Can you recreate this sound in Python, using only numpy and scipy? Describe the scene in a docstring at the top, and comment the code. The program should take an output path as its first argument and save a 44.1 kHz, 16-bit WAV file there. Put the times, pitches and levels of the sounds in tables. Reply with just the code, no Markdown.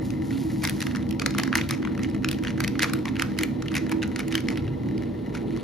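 """First, the low rumble of an electric kettle along a kitchen counter, wavering as steam bubbles collapse.
Close to the microphone, powder hisses out of a foil-lined sachet into a bowl. Fingers squeeze and tap
the sachet; its creases buckle, snap and crinkle, and the small room answers them.
Two closely spaced microphone ports take it all in, the sachet in the middle, the kettle farther off."""
import sys
import numpy as np
from scipy import signal
from scipy.fft import rfft, irfft, next_fast_len
from scipy.io import wavfile
from scipy.ndimage import uniform_filter1d, map_coordinates

SR = 44100
rng = np.random.default_rng(int(sys.argv[2]) if len(sys.argv) > 2 else 0)


def pcm_store(signal):
    """Save signal as 16-bit PCM."""
    levels = np.round(np.clip(np.atleast_2d(signal), -1, 1) * 32767)
    wavfile.write(sys.argv[1], SR, levels.astype(np.int16).T)


N = 248283


def amp(db):
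    """Decibels to gain."""
    return 10 ** (np.asarray(db) / 20)


def unit(x):
    """Scaled to rms 1."""
    return x / np.sqrt(np.mean(x ** 2) + 1e-20)


def along(points, hz):
    """(f/Hz, value) points read on a log axis."""
    f, v = np.transpose(points)
    return np.interp(np.log(hz + 1), np.log(f + 1), v)


def wobble(rate):
    """A smooth random curve, rate knots a second."""
    return map_coordinates(rng.standard_normal(int(N * rate / SR) + 4), [np.arange(N) * rate / SR])


def filtered(x, response):
    """x times a complex response of frequency."""
    m = next_fast_len(N + 8192)
    return irfft(rfft(x, m) * response(np.fft.rfftfreq(m, 1 / SR)), m)[..., :N]


def coloured(x, spectrum):
    """x shaped by a spectrum, at rms 1."""
    return unit(filtered(x, lambda hz: amp(along(spectrum, hz))))


def band(x, lo_hz, hi_hz):
    """Causal band-pass."""
    return signal.lfilter(*signal.butter(2, [lo_hz, hi_hz], 'band', fs=SR), x)


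def add(track, s, sound):
    """Mix a sound into a track at time s."""
    part = track[..., max(round(s * SR), 0):][..., :sound.shape[-1]]
    part += sound[..., :part.shape[-1]]


def grains(rate, spread_db):
    """Random impulses of widely scattered size."""
    size = amp(spread_db * np.minimum(rng.standard_normal(N), 2))
    return unit((rng.random(N) < rate / SR) * size * rng.choice([-1, 1], N))


def held(rows, rise_s, fall_s):
    """Attack, hold and release gain for (start t/s, end t/s, level/dB) rows."""
    t = np.arange(N) / SR
    return sum(amp(db) * np.clip((t - start) / rise_s, 0, 1) * np.exp(-np.maximum(t - end, 0) / fall_s)
               for start, end, db in rows)


def wavering(x, levels):
    """Stereo noise whose slow level follows a (t/s, level/dB) curve; its quick flutter stays."""
    power = uniform_filter1d(uniform_filter1d(np.mean(x ** 2, axis=0), SR // 7), SR // 7)
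    return x / np.sqrt(np.abs(power)) * amp(np.interp(np.arange(N) / SR, *np.transpose(levels)))


def resonances(modes):
    """Stereo ringing at rms 1 from rows like KETTLE_MODES, each driven by its own noise."""
    m = next_fast_len(N, real=True)
    f = np.fft.rfftfreq(m, 1 / SR)
    from_middle_s = (np.arange(N) - N / 2) / SR
    sound = 0
    for centre, width, db, pan_db, growth in modes:
        drive = rng.standard_normal(len(f)) + 1j * rng.standard_normal(len(f))
        ring = irfft(drive / (1 + 2 * ((f - centre) / width) ** 2), m)[:N] * amp(growth * from_middle_s)
        sound = sound + amp([[db + pan_db / 2], [db - pan_db / 2]]) * ring
    return unit(sound)


# resonances of kettle, water and counter:
# f/Hz, width/Hz, relative level/dB, left minus right/dB, growth as the water heats/(dB/s)
KETTLE_MODES = [(57.4, 6.6, -12, 4, 0.5), (91.4, 11.3, -6.5, 3.5, -.5), (120.5, 10.8, -2.5, 3, 0.9),
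                (141.4, 8.2, 0, 0.5, 0.5), (171.7, 6.4, -11, 1, 1.2), (201.4, 13.7, -3, 6, -0.5),
                (225, 19.3, -4.5, 2, 0), (250.3, 13.3, -3.5, -13.5, 0.16), (271.4, 6.6, -1, -9, -0.7),
                (312.5, 7.1, -2, 7, -1.5), (323.1, 17.1, -1, -5.5, 1), (363.4, 14.5, -13.5, -12, 0.8),
                (390, 9.1, -16.5, 5.5, 1.8), (408.3, 9, -14.5, 4, 2.5), (433, 18.3, -15, -3, .8),
                (477, 24, -11.5, -0.5, .5), (559, 8.3, -15.5, 3, -0.8), (581, 37, -26.5, 17, 1.6),
                (802, 57, -42.5, 41, -0.5), (955, 26, -36.5, 37, 0)]
# chance wavering of the low hum and of the burble above it: t/s, relative level/dB
HUM_LEVEL = [(0.0, -30), (0.4, -30.5), (0.56, -30.5), (1.16, -31), (1.28, -28.5), (1.52, -33.0),
             (1.76, -27.5), (1.88, -35), (2.04, -30.0), (2.52, -30), (2.64, -27), (2.8, -34), (2.96, -29),
             (3.4, -34), (3.56, -31), (4.04, -34.5), (4.52, -33.0), (4.64, -25), (5.2, -34.5),
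             (5.62, -31.5)]
BURBLE_LEVEL = [(0.0, -28), (0.52, -23.5), (0.64, -28.5), (1.08, -25), (1.16, -27.5), (1.48, -23.5),
                (1.64, -27.5), (1.8, -26.0), (1.88, -25.5), (2.039, -25), (2.44, -26.5), (2.92, -25.5),
                (3.32, -27.5), (3.44, -25), (3.68, -28.5), (3.92, -23), (4.08, -24.5), (4.2, -30),
                (4.28, -25), (4.52, -26), (4.6, -30.5), (4.8, -29.5), (4.92, -24.5), (5.32, -33.5),
                (5.52, -24.5), (5.62, -32.5)]
# spectra of the bubbles' rumble and simmer: f/Hz, relative level/dB
RUMBLE_SPECTRUM = [(20, -52), (35, -24), (55, -1), (130, 2.5), (300, 0.5), (400, -8.5), (520, -14.5),
                   (680, -13), (920, -18), (1200, -24), (2000, -48.5)]
SIMMER_SPECTRUM = [(400, 9.5), (800, 5.5), (1200, 5.5), (1700, 5), (2400, 3.5), (3900, 2), (6000, -8),
                   (9500, -18.5), (13000, -18.5), (15500, -43)]
def kettle(hum_db=-4.5, burble_db=-2.5, upper_db=-41.5, rumble_db=-36, simmer_db=-56, shell_db=-52.5):
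    """Collapsing steam bubbles hiss and ring the kettle; its low rumble wavers randomly in loudness."""
    hum, burble, upper = (resonances([mode for mode in KETTLE_MODES if lo_hz < mode[0] <= hi_hz])
                          for lo_hz, hi_hz in [(0, 155), (155, 343), (343, SR)])
    low = amp(hum_db) * wavering(hum, HUM_LEVEL) + amp(burble_db) * wavering(burble, BURBLE_LEVEL)
    gurgle = amp(upper_db + 0.6 * wobble(8)) * upper + amp(rumble_db) * bubble_rush(RUMBLE_SPECTRUM)
    high = amp(simmer_db) * bubble_rush(SIMMER_SPECTRUM) + amp(shell_db) * shell_pings()
    leftward = amp([[1.5], [-1.5]] + .7 * wobble(7))
    return low + gurgle + leftward * high


# likeness of the bubbles' noise at the two ports: f/Hz, correlation/0-1
PORT_LIKENESS = [(100, .97), (250, .85), (400, .5), (700, .2), (2000, .5), (6000, .7), (10000, .85)]
def bubble_rush(spectrum):
    """Bubbles blur into noise that reaches the microphone nearly mono in the bass."""
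    def mid_side(hz):
        angle = np.arccos(along(PORT_LIKENESS, hz)) / 2
        return np.array([np.cos(angle), np.sin(angle)])
    mid, side = filtered(rng.standard_normal((2, N)), mid_side)
    return coloured(np.array([mid + side, mid - side]), spectrum)


# ringing of the kettle's steel shell: f/Hz, width/Hz, relative level/dB
SHELL_MODES = [(1365, 70, 5), (1830, 100, 10), (2010, 130, 11), (2850, 60, 0), (3940, 120, 0),
               (5430, 150, -7)]
def shell_pings(merged_db=-2):
    """Bubbles collapse against the steel: most merge into a faint ring, a few tick out of it."""
    def shell(f):
        return sum(amp(db) * 1j * f * width / (hz * hz - f * f + 1j * f * width)
                   for hz, width, db in SHELL_MODES)
    ticks = unit(filtered(grains(rate=70, spread_db=6), shell))
    merged = unit(amp(3.5 * wobble(45)) * resonances([(*mode, 0, 0) for mode in SHELL_MODES]))
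    return unit(ticks + amp(merged_db) * merged)


# a trickle, then the main pour with a brief gush: start t/s, end t/s, relative level/dB
POURS = [(0, 0.058, -51.5), (.21, .86, -52.5), (.36, 0.32, -49)]
# hiss of sliding powder: f/Hz, relative level/dB
POWDER_SPECTRUM = [(800, -20), (2000, -9), (4500, -4.5), (6000, -7.5), (8000, -6.5), (11000, -9),
                   (13500, -15), (15500, -19)]
def powder(crumb_db=-4, crumb_rate=260):
    """Close by, fine grains slide along the foil into the bowl; coarser crumbs patter among them."""
    flutter = amp(1.8 * wobble(25))
    fine = coloured(grains(rate=5000, spread_db=7), POWDER_SPECTRUM)
    crumbs = coloured(grains(rate=crumb_rate, spread_db=5), POWDER_SPECTRUM)
    return held(POURS, rise_s=0.057, fall_s=0.084) * flutter * (fine + amp(crumb_db) * crumbs)


# the main creases buckling: t/s, panel ring f/Hz, then relative level/dB of body, crack and sizzle
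CREASE_SNAPS = [(0.104, 2270, -45, -38, -48), (0.307, 1760, -38.5, -50, -62), (0.621, 1900, -41, -39, -55),
                (0.6358, 1700, -45, -36, -30), (0.64, 1950, -28.5, -27.5, -23.5),
                (0.6502, 1760, -27.5, -22.5, -43), (0.6735, 2060, -29, -26, -26),
                (0.6872, 2200, -32, -42, -50), (0.6953, 2420, -32.5, -28.5, -21),
                (0.706, 2200, -44, -44, -38), (0.8047, 1980, -35, -29.5, -29),
                (0.8165, 2400, -32.5, -31, -43), (0.824, 1790, -29, -28, -39),
                (0.8669, 1960, -28.5, -35, -39), (0.9108, 1920, -38, -48, -60),
                (0.9496, 1850, -32, -48, -45), (0.959, 1630, -33, -34, -44), (0.9675, 1920, -36, -41, -55),
                (1.0907, 2100, -54, -42.5, -49.5), (1.1087, 2630, -47, -35, -32.5),
                (1.126, 2370, -42, -46, -54), (1.196, 1860, -28.5, -26, -44), (1.2163, 1610, -42, -37, -62),
                (1.2202, 1630, -30.5, -47, -49), (1.2609, 1830, -21.5, -19, -27.5),
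                (1.3066, 2030, -37.5, -34.5, -44), (1.348, 1500, -30.5, -40.5, -55),
                (1.3814, 1720, -27, -28, -41.0), (1.3846, 1940, -23, -40, -21),
                (1.398, 2310, -28, -30, -41), (1.4337, 1500, -27, -25, -36),
                (1.4756, 1420, -31.5, -39.5, -60), (1.5278, 1700, -22.5, -59, -43),
                (1.5374, 1490, -26.5, -55, -70), (1.5536, 1810, -15.5, -18.5, -26),
                (1.5714, 1300, -32.5, -30, -25), (1.579, 2100, -34, -27.5, -52),
                (1.5857, 1750, -25, -37, -50), (1.612, 2390, -27.5, -41, -53), (1.69, 2140, -42, -30, -27),
                (1.6978, 1820, -32, -57, -60.5), (1.7085, 1600, -25, -22.5, -22.5),
                (1.7242, 1900, -36, -56, -57), (1.7402, 2000, -35.5, -46, -56),
                (1.827, 1830, -34.5, -53, -68), (1.8497, 1850, -31, -43, -68),
                (1.8732, 1470, -32, -56, -64), (1.9766, 1840, -38, -46, -61),
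                (1.992, 1780, -36.5, -58, -43), (2.033, 2030, -41, -33, -47), (2.0455, 2080, -34, -57, -61),
                (2.0988, 1700, -63, -45, -46), (2.1457, 1760, -37, -45, -74), (2.2306, 1830, -46, -54, -64),
                (2.245, 2070, -24, -29, -55), (2.2869, 2350, -29, -26, -31),
                (2.313, 2460, -37, -28.5, -23.5), (2.3285, 1880, -33.5, -35, -42),
                (2.386, 2070, -42, -47, -64), (2.436, 2170, -34, -39, -37), (2.4487, 2060, -31, -42, -56),
                (2.4707, 2020, -29.5, -47, -61), (2.481, 2180, -33.5, -54, -61),
                (2.504, 1970, -34.5, -40.5, -51), (2.5806, 1650, -38.5, -50, -64),
                (2.6033, 1750, -23.5, -25.5, -27), (2.6388, 1930, -32, -27.5, -32),
                (2.6451, 2050, -25.5, -30, -40), (2.6775, 2270, -30.5, -26, -28),
                (2.7542, 1750, -35.5, -65, -73), (2.793, 1900, -24.5, -24, -33),
                (2.8026, 1960, -27, -44, -54), (2.8205, 2410, -29, -43, -38), (2.8231, 2140, -39, -22, -25),
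                (2.8304, 1860, -17.5, -19.5, -20), (2.8426, 1900, -21.5, -40, -44),
                (2.8965, 1700, -32, -36, -59), (2.9345, 1620, -26, -25.5, -23.5),
                (3.0546, 1750, -28.5, -35, -42), (3.081, 2130, -34.5, -57, -52),
                (3.0874, 2000, -37, -39, -47.5), (3.155, 1980, -37.5, -49, -57),
                (3.1659, 2200, -33.5, -48, -50), (3.1955, 1850, -22, -28, -34),
                (3.221, 2030, -22.5, -23, -22), (3.376, 2300, -42, -43, -55),
                (3.3877, 2070, -26.5, -23, -23.5), (3.4093, 1830, -30, -33, -42),
                (3.425, 2200, -41, -43, -58), (3.4333, 2320, -23, -49, -21),
                (3.6224, 1770, -38, -36.5, -52), (3.6823, 2630, -32.5, -52, -47),
                (3.7164, 1690, -36.5, -41, -58), (3.741, 2000, -31, -42, -39),
                (3.7517, 2070, -28, -34, -27), (3.7659, 1870, -25.5, -28.5, -32),
                (3.781, 2200, -42, -35, -50), (3.865, 1750, -38.5, -46, -66), (3.8942, 1980, -36, -53, -36),
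                (3.9159, 1710, -30, -32, -32), (3.9219, 1490, -29, -52, -48), (4.02, 2100, -33, -51, -54),
                (4.028, 2060, -28.5, -32.5, -58), (4.034, 1900, -30.5, -36, -59),
                (4.076, 2220, -59, -70, -40), (4.1604, 1900, -30, -30, -43),
                (4.1922, 2030, -30.5, -32.5, -28.5), (4.2011, 1940, -31.5, -41, -47),
                (4.2807, 2100, -42, -37, -30.5), (4.324, 2240, -30.5, -36, -46),
                (4.342, 2500, -33, -42, -46), (4.3526, 2350, -23, -23.5, -27),
                (4.3781, 2130, -29.5, -34.5, -43), (4.404, 2120, -43, -39, -38),
                (4.485, 2210, -27, -29.5, -41), (4.502, 2100, -37, -38, -43),
                (4.557, 2140, -41, -53.5, -61), (4.573, 2160, -33.5, -40, -40),
                (4.6778, 2090, -40, -62, -58), (4.9788, 2050, -43, -41.5, -62),
                (5.3503, 1900, -34.5, -38.5, -50), (5.573, 1150, -42, -45, -57)]
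def snaps(crack_db=-2, sizzle_db=-7, ring_db=-16, lead_in_db=-22, air_db=-8, crack_hz=6200):
    """Close by, a crease pops through in a brief run of slips and rings the foil panel beside it."""
    lead_s, rise_s = .008, .0005
    burst_t60, sizzle_t60, ring_t60 = .0135, .009, .012
    bowl_echo, typical_delay_s = 0.3, 0.0007
    track = np.zeros((2, N))
    t = np.arange(SR // 25) / SR - lead_s
    after = np.maximum(t, 0)
    swell = 1 - np.exp(-(after / rise_s) ** 2)  # the buckle gathers speed
    lead_in = amp(lead_in_db) * np.exp(-np.abs(t) / .0025)  # faint, brief noise leads into each snap
    burst = swell * amp(-60 * after / burst_t60) + lead_in
    edge = swell * amp(-60 * after / sizzle_t60) + lead_in / 2

    def levelled(x):
        """Scaled to the energy of 6 ms at rms 1."""
        return x / np.sqrt(np.mean(x ** 2) * len(t) / (.006 * SR))

    for s, ring_hz, body_level, crack_level, sizzle_level in CREASE_SNAPS + stray_creases():
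        slips = amp(4 * rng.standard_normal(len(t)))
        # the crumpled sheet radiates differently towards each port, most of all in the crack
        shared = slips * rng.standard_normal(len(t))
        own = .4 * slips * rng.standard_normal((2, len(t)))
        noise = shared + own
        ring = np.sin(2 * np.pi * ring_hz * t) * amp(-60 * after / ring_t60) * swell
        panel = band(noise * burst, 0.68 * ring_hz, 1.45 * ring_hz)
        body = levelled(panel) + amp(ring_db) * levelled(ring)
        crack = band((shared + 2 * own) * burst, 0.36 * crack_hz, crack_hz)
        sizzle = band(noise * edge, 6200, 9400) + amp(air_db) * band(noise[:, ::-1] * edge, 10000, 16000)
        snap = (amp(body_level) * levelled(body)
                + amp(crack_level + crack_db) * levelled(crack)
                + amp(sizzle_level + sizzle_db) * levelled(sizzle))
        direct = snap / np.hypot(1, bowl_echo)
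        add(track, s - lead_s, direct)
        # each crease lies elsewhere above the bowl, so its reflection colours every snap differently
        add(track, s - lead_s + typical_delay_s * (.5 + rng.random()), bowl_echo * direct)
    return track


# the hand holds, rubs, turns and puts aside the sachet: start t/s, end t/s, relative level/dB
HAND_MOVES = [(.3, 3.3, -73), (0.283, 0.34, -44), (2.5, 6.2, -58), (5.33, 6.05, -53)]
# the foil's crunch and its high fizz: f/Hz, relative level/dB
FOIL_SPECTRUM = [(400, -10), (1000, -46), (1350, 10), (1600, -14.5), (2100, 0), (3000, 0), (4500, -2.5),
                 (8000, -104)]
FIZZ_SPECTRUM = [(2000, -30), (3500, 3), (5000, -4), (8500, 15), (11000, 6), (13500, -15), (15500, -24)]
def rustle(body_db=-5, fizz_db=-14, settle_db=-23, creep_db=-45, settle_s=.008, creep_s=0.1):
    """Tiny creases give way in clumps under the fingers; after a snap the foil settles, then creeps."""
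    creases = unit(grains(rate=2000, spread_db=9) * amp(3 * wobble(70)))
    settle_power, creep_power = np.zeros((2, N))
    t = np.arange(SR) / SR
    for s, _, db, *_ in CREASE_SNAPS:
        add(settle_power, s, amp(2 * (db + settle_db)) * np.exp(-t / settle_s))
        add(creep_power, s, amp(2 * (creep_db + 0.4 * db)) * np.exp(-t / creep_s))
    flexing = np.sqrt(held(HAND_MOVES, rise_s=0.024, fall_s=0.09) ** 2 + creep_power)
    crunch = (flexing * amp(body_db) + np.sqrt(settle_power)) * coloured(creases, FOIL_SPECTRUM)
    return crunch + flexing * amp(fizz_db) * coloured(creases, FIZZ_SPECTRUM)


# firm squeezes: start t/s, end t/s, crumple level/dB, papery crunch level/dB
FIRM_SQUEEZES = [(0.625, 0.658, -31.5, -38), (1.212, 1.226, -30.5, -39), (1.262, 1.269, -37, -32),
                 (1.387, 1.401, -42, -31.5), (1.514, 1.545, -56, -43), (1.554, 1.56, -28, -31),
                 (1.568, 1.606, -36, -55), (1.69, 1.75, -41, -56), (2.019, 2.055, -44.5, -67),
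                 (2.447, 2.515, -48, -58), (2.572, 2.649, -49, -49), (2.813, 2.847, -25, -41),
                 (2.83, 2.87, -44, -48), (3.056, 3.1, -47, -50), (3.182, 3.23, -39, -42.5),
                 (3.38, 3.444, -43, -57), (3.747, 3.782, -32.5, -49), (3.91, 3.927, -36, -39.5),
                 (4.016, 4.033, -46, -49), (4.18, 4.207, -35.5, -44), (4.304, 4.4, -44.5, -62),
                 (4.506, 4.535, -43, -44), (5.336, 5.383, -44.5, -49), (5.507, 5.587, -58.5, -70)]
# crumpling creases and the sachet's papery wall: f/Hz, relative level/dB
CRUMPLE_SPECTRUM = [(700, -31), (1300, -6.5), (2100, 14.5), (3000, -2.5), (4500, -2), (6500, -2),
                    (11000, -11.5), (15500, -45)]
PAPER_SPECTRUM = [(300, -40), (600, 2.5), (900, 4.5), (1250, 3), (2000, -24), (4000, -56)]
def squeezes(rise_s=0.0076, fall_s=0.0027):
    """Under a squeeze many creases give way at once, and the packed wall adds a low papery crunch."""
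    creases = grains(rate=1800, spread_db=5) * amp(2.5 * wobble(160))
    crumple = held([(start, end, db) for start, end, db, _ in FIRM_SQUEEZES], rise_s, fall_s)
    wall = held([(start, end, db) for start, end, _, db in FIRM_SQUEEZES], rise_s, fall_s)
    return crumple * coloured(creases, CRUMPLE_SPECTRUM) + wall * coloured(creases, PAPER_SPECTRUM)


def stray_creases(start_s=0.7, end_s=4.6, count=36, panel_hz=1900):
    """Stray creases tick faintly while the sachet is held: rows like CREASE_SNAPS."""
    times = start_s + (np.arange(count) + rng.random(count)) / count * (end_s - start_s)
    pitch, size = rng.standard_normal((count, 2)).T
    ring_hz = panel_hz * np.exp(0.22 * pitch)
    body_db = -48 + 3 * size
    return [(s, hz, db, db - 5, db - 11) for s, hz, db in zip(times, ring_hz, body_db)]


# fingers knocking the sachet: t/s, f/Hz, relative level/dB
FINGER_TAPS = [(1.263, 490, -23), (1.383, 486, -23), (2.161, 696, -35), (2.831, 490, -19),
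               (3.414, 323, -13), (4.501, 273, -11.5), (4.869, 844, -33.5), (5.441, 800, -31)]
def taps(tap_db=-5, t60=0.049):
    """Near the microphone, a fingertip gives the hollow sachet a dull knock."""
    track, t = np.zeros(N), np.arange(SR // 15) / SR
    for s, hz, db in FINGER_TAPS:
        add(track, s, amp(db + tap_db - 60 * t / t60) * np.sin(2 * np.pi * hz * t))
    return band(track, 240, 1600)


# colour of the kitchen's walls: f/Hz, relative level/dB
WALL_COLOUR = [(500, 12), (3000, 0), (6000, 1), (9500, -9), (13000, 5), (16000, -18)]
# decay of the kitchen: f/Hz, t60/s
ROOM_DECAY = [(200, 0.38), (2000, 0.28), (6000, 0.41), (14000, 0.28)]
def room_tail():
    """One diffuse answer of the small room, weaker in the treble and mostly shared by the two ports."""
    hz, t, noise = signal.stft(rng.standard_normal((3, SR // 2)), SR, nperseg=256)
    decay = amp(along(WALL_COLOUR, hz)[:, None] - 60 * t / along(ROOM_DECAY, hz)[:, None])
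    _, tails = signal.istft(noise * decay, SR, nperseg=256)
    tail = tails[:2] + 1.2 * tails[2]  # each port's own tail plus the shared one
    return tail / np.linalg.norm(tail[0])


def kitchen(x, gap_s=0.009):
    """The walls answer after a short gap, a little differently as the sachet moves."""
    wet, step = np.zeros((2, N)), SR // 4  # a fresh tail every quarter second
    for start in range(0, N, step):
        add(wet, start / SR + gap_s, signal.fftconvolve(x[:, start:start + step], room_tail(), axes=1))
    return wet


def scene(room_db=-13):
    """From the microphone: the sachet close by in the middle, the kettle farther along the counter."""
    sachet = snaps() + squeezes() + taps() + rustle() + powder()
    return sachet + amp(room_db) * kitchen(sachet) + kettle()


# lead of the left microphone port over the right: f/Hz, phase/rad
PORT_PHASE = [(50, 0), (170, -.3), (400, -1.3), (700, -1.4), (1100, .4), (2000, .6), (3000, 0), (5500, 0),
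              (6800, 1.1), (8200, 3.1), (10300, 5.4), (12800, 7), (14200, 9.1), (16000, 9.5)]
TOP_HZ = 16300
def record(dry):
    """The two close ports drift apart in phase towards the treble; nothing passes above TOP_HZ."""
    def ports(hz):
        half_lead = np.exp(1j * along(PORT_PHASE, hz) / 2)
        return np.array([half_lead, np.conj(half_lead)]) * (hz < TOP_HZ)
    return filtered(dry, ports)


dry = scene()
out = record(dry)
pcm_store(out)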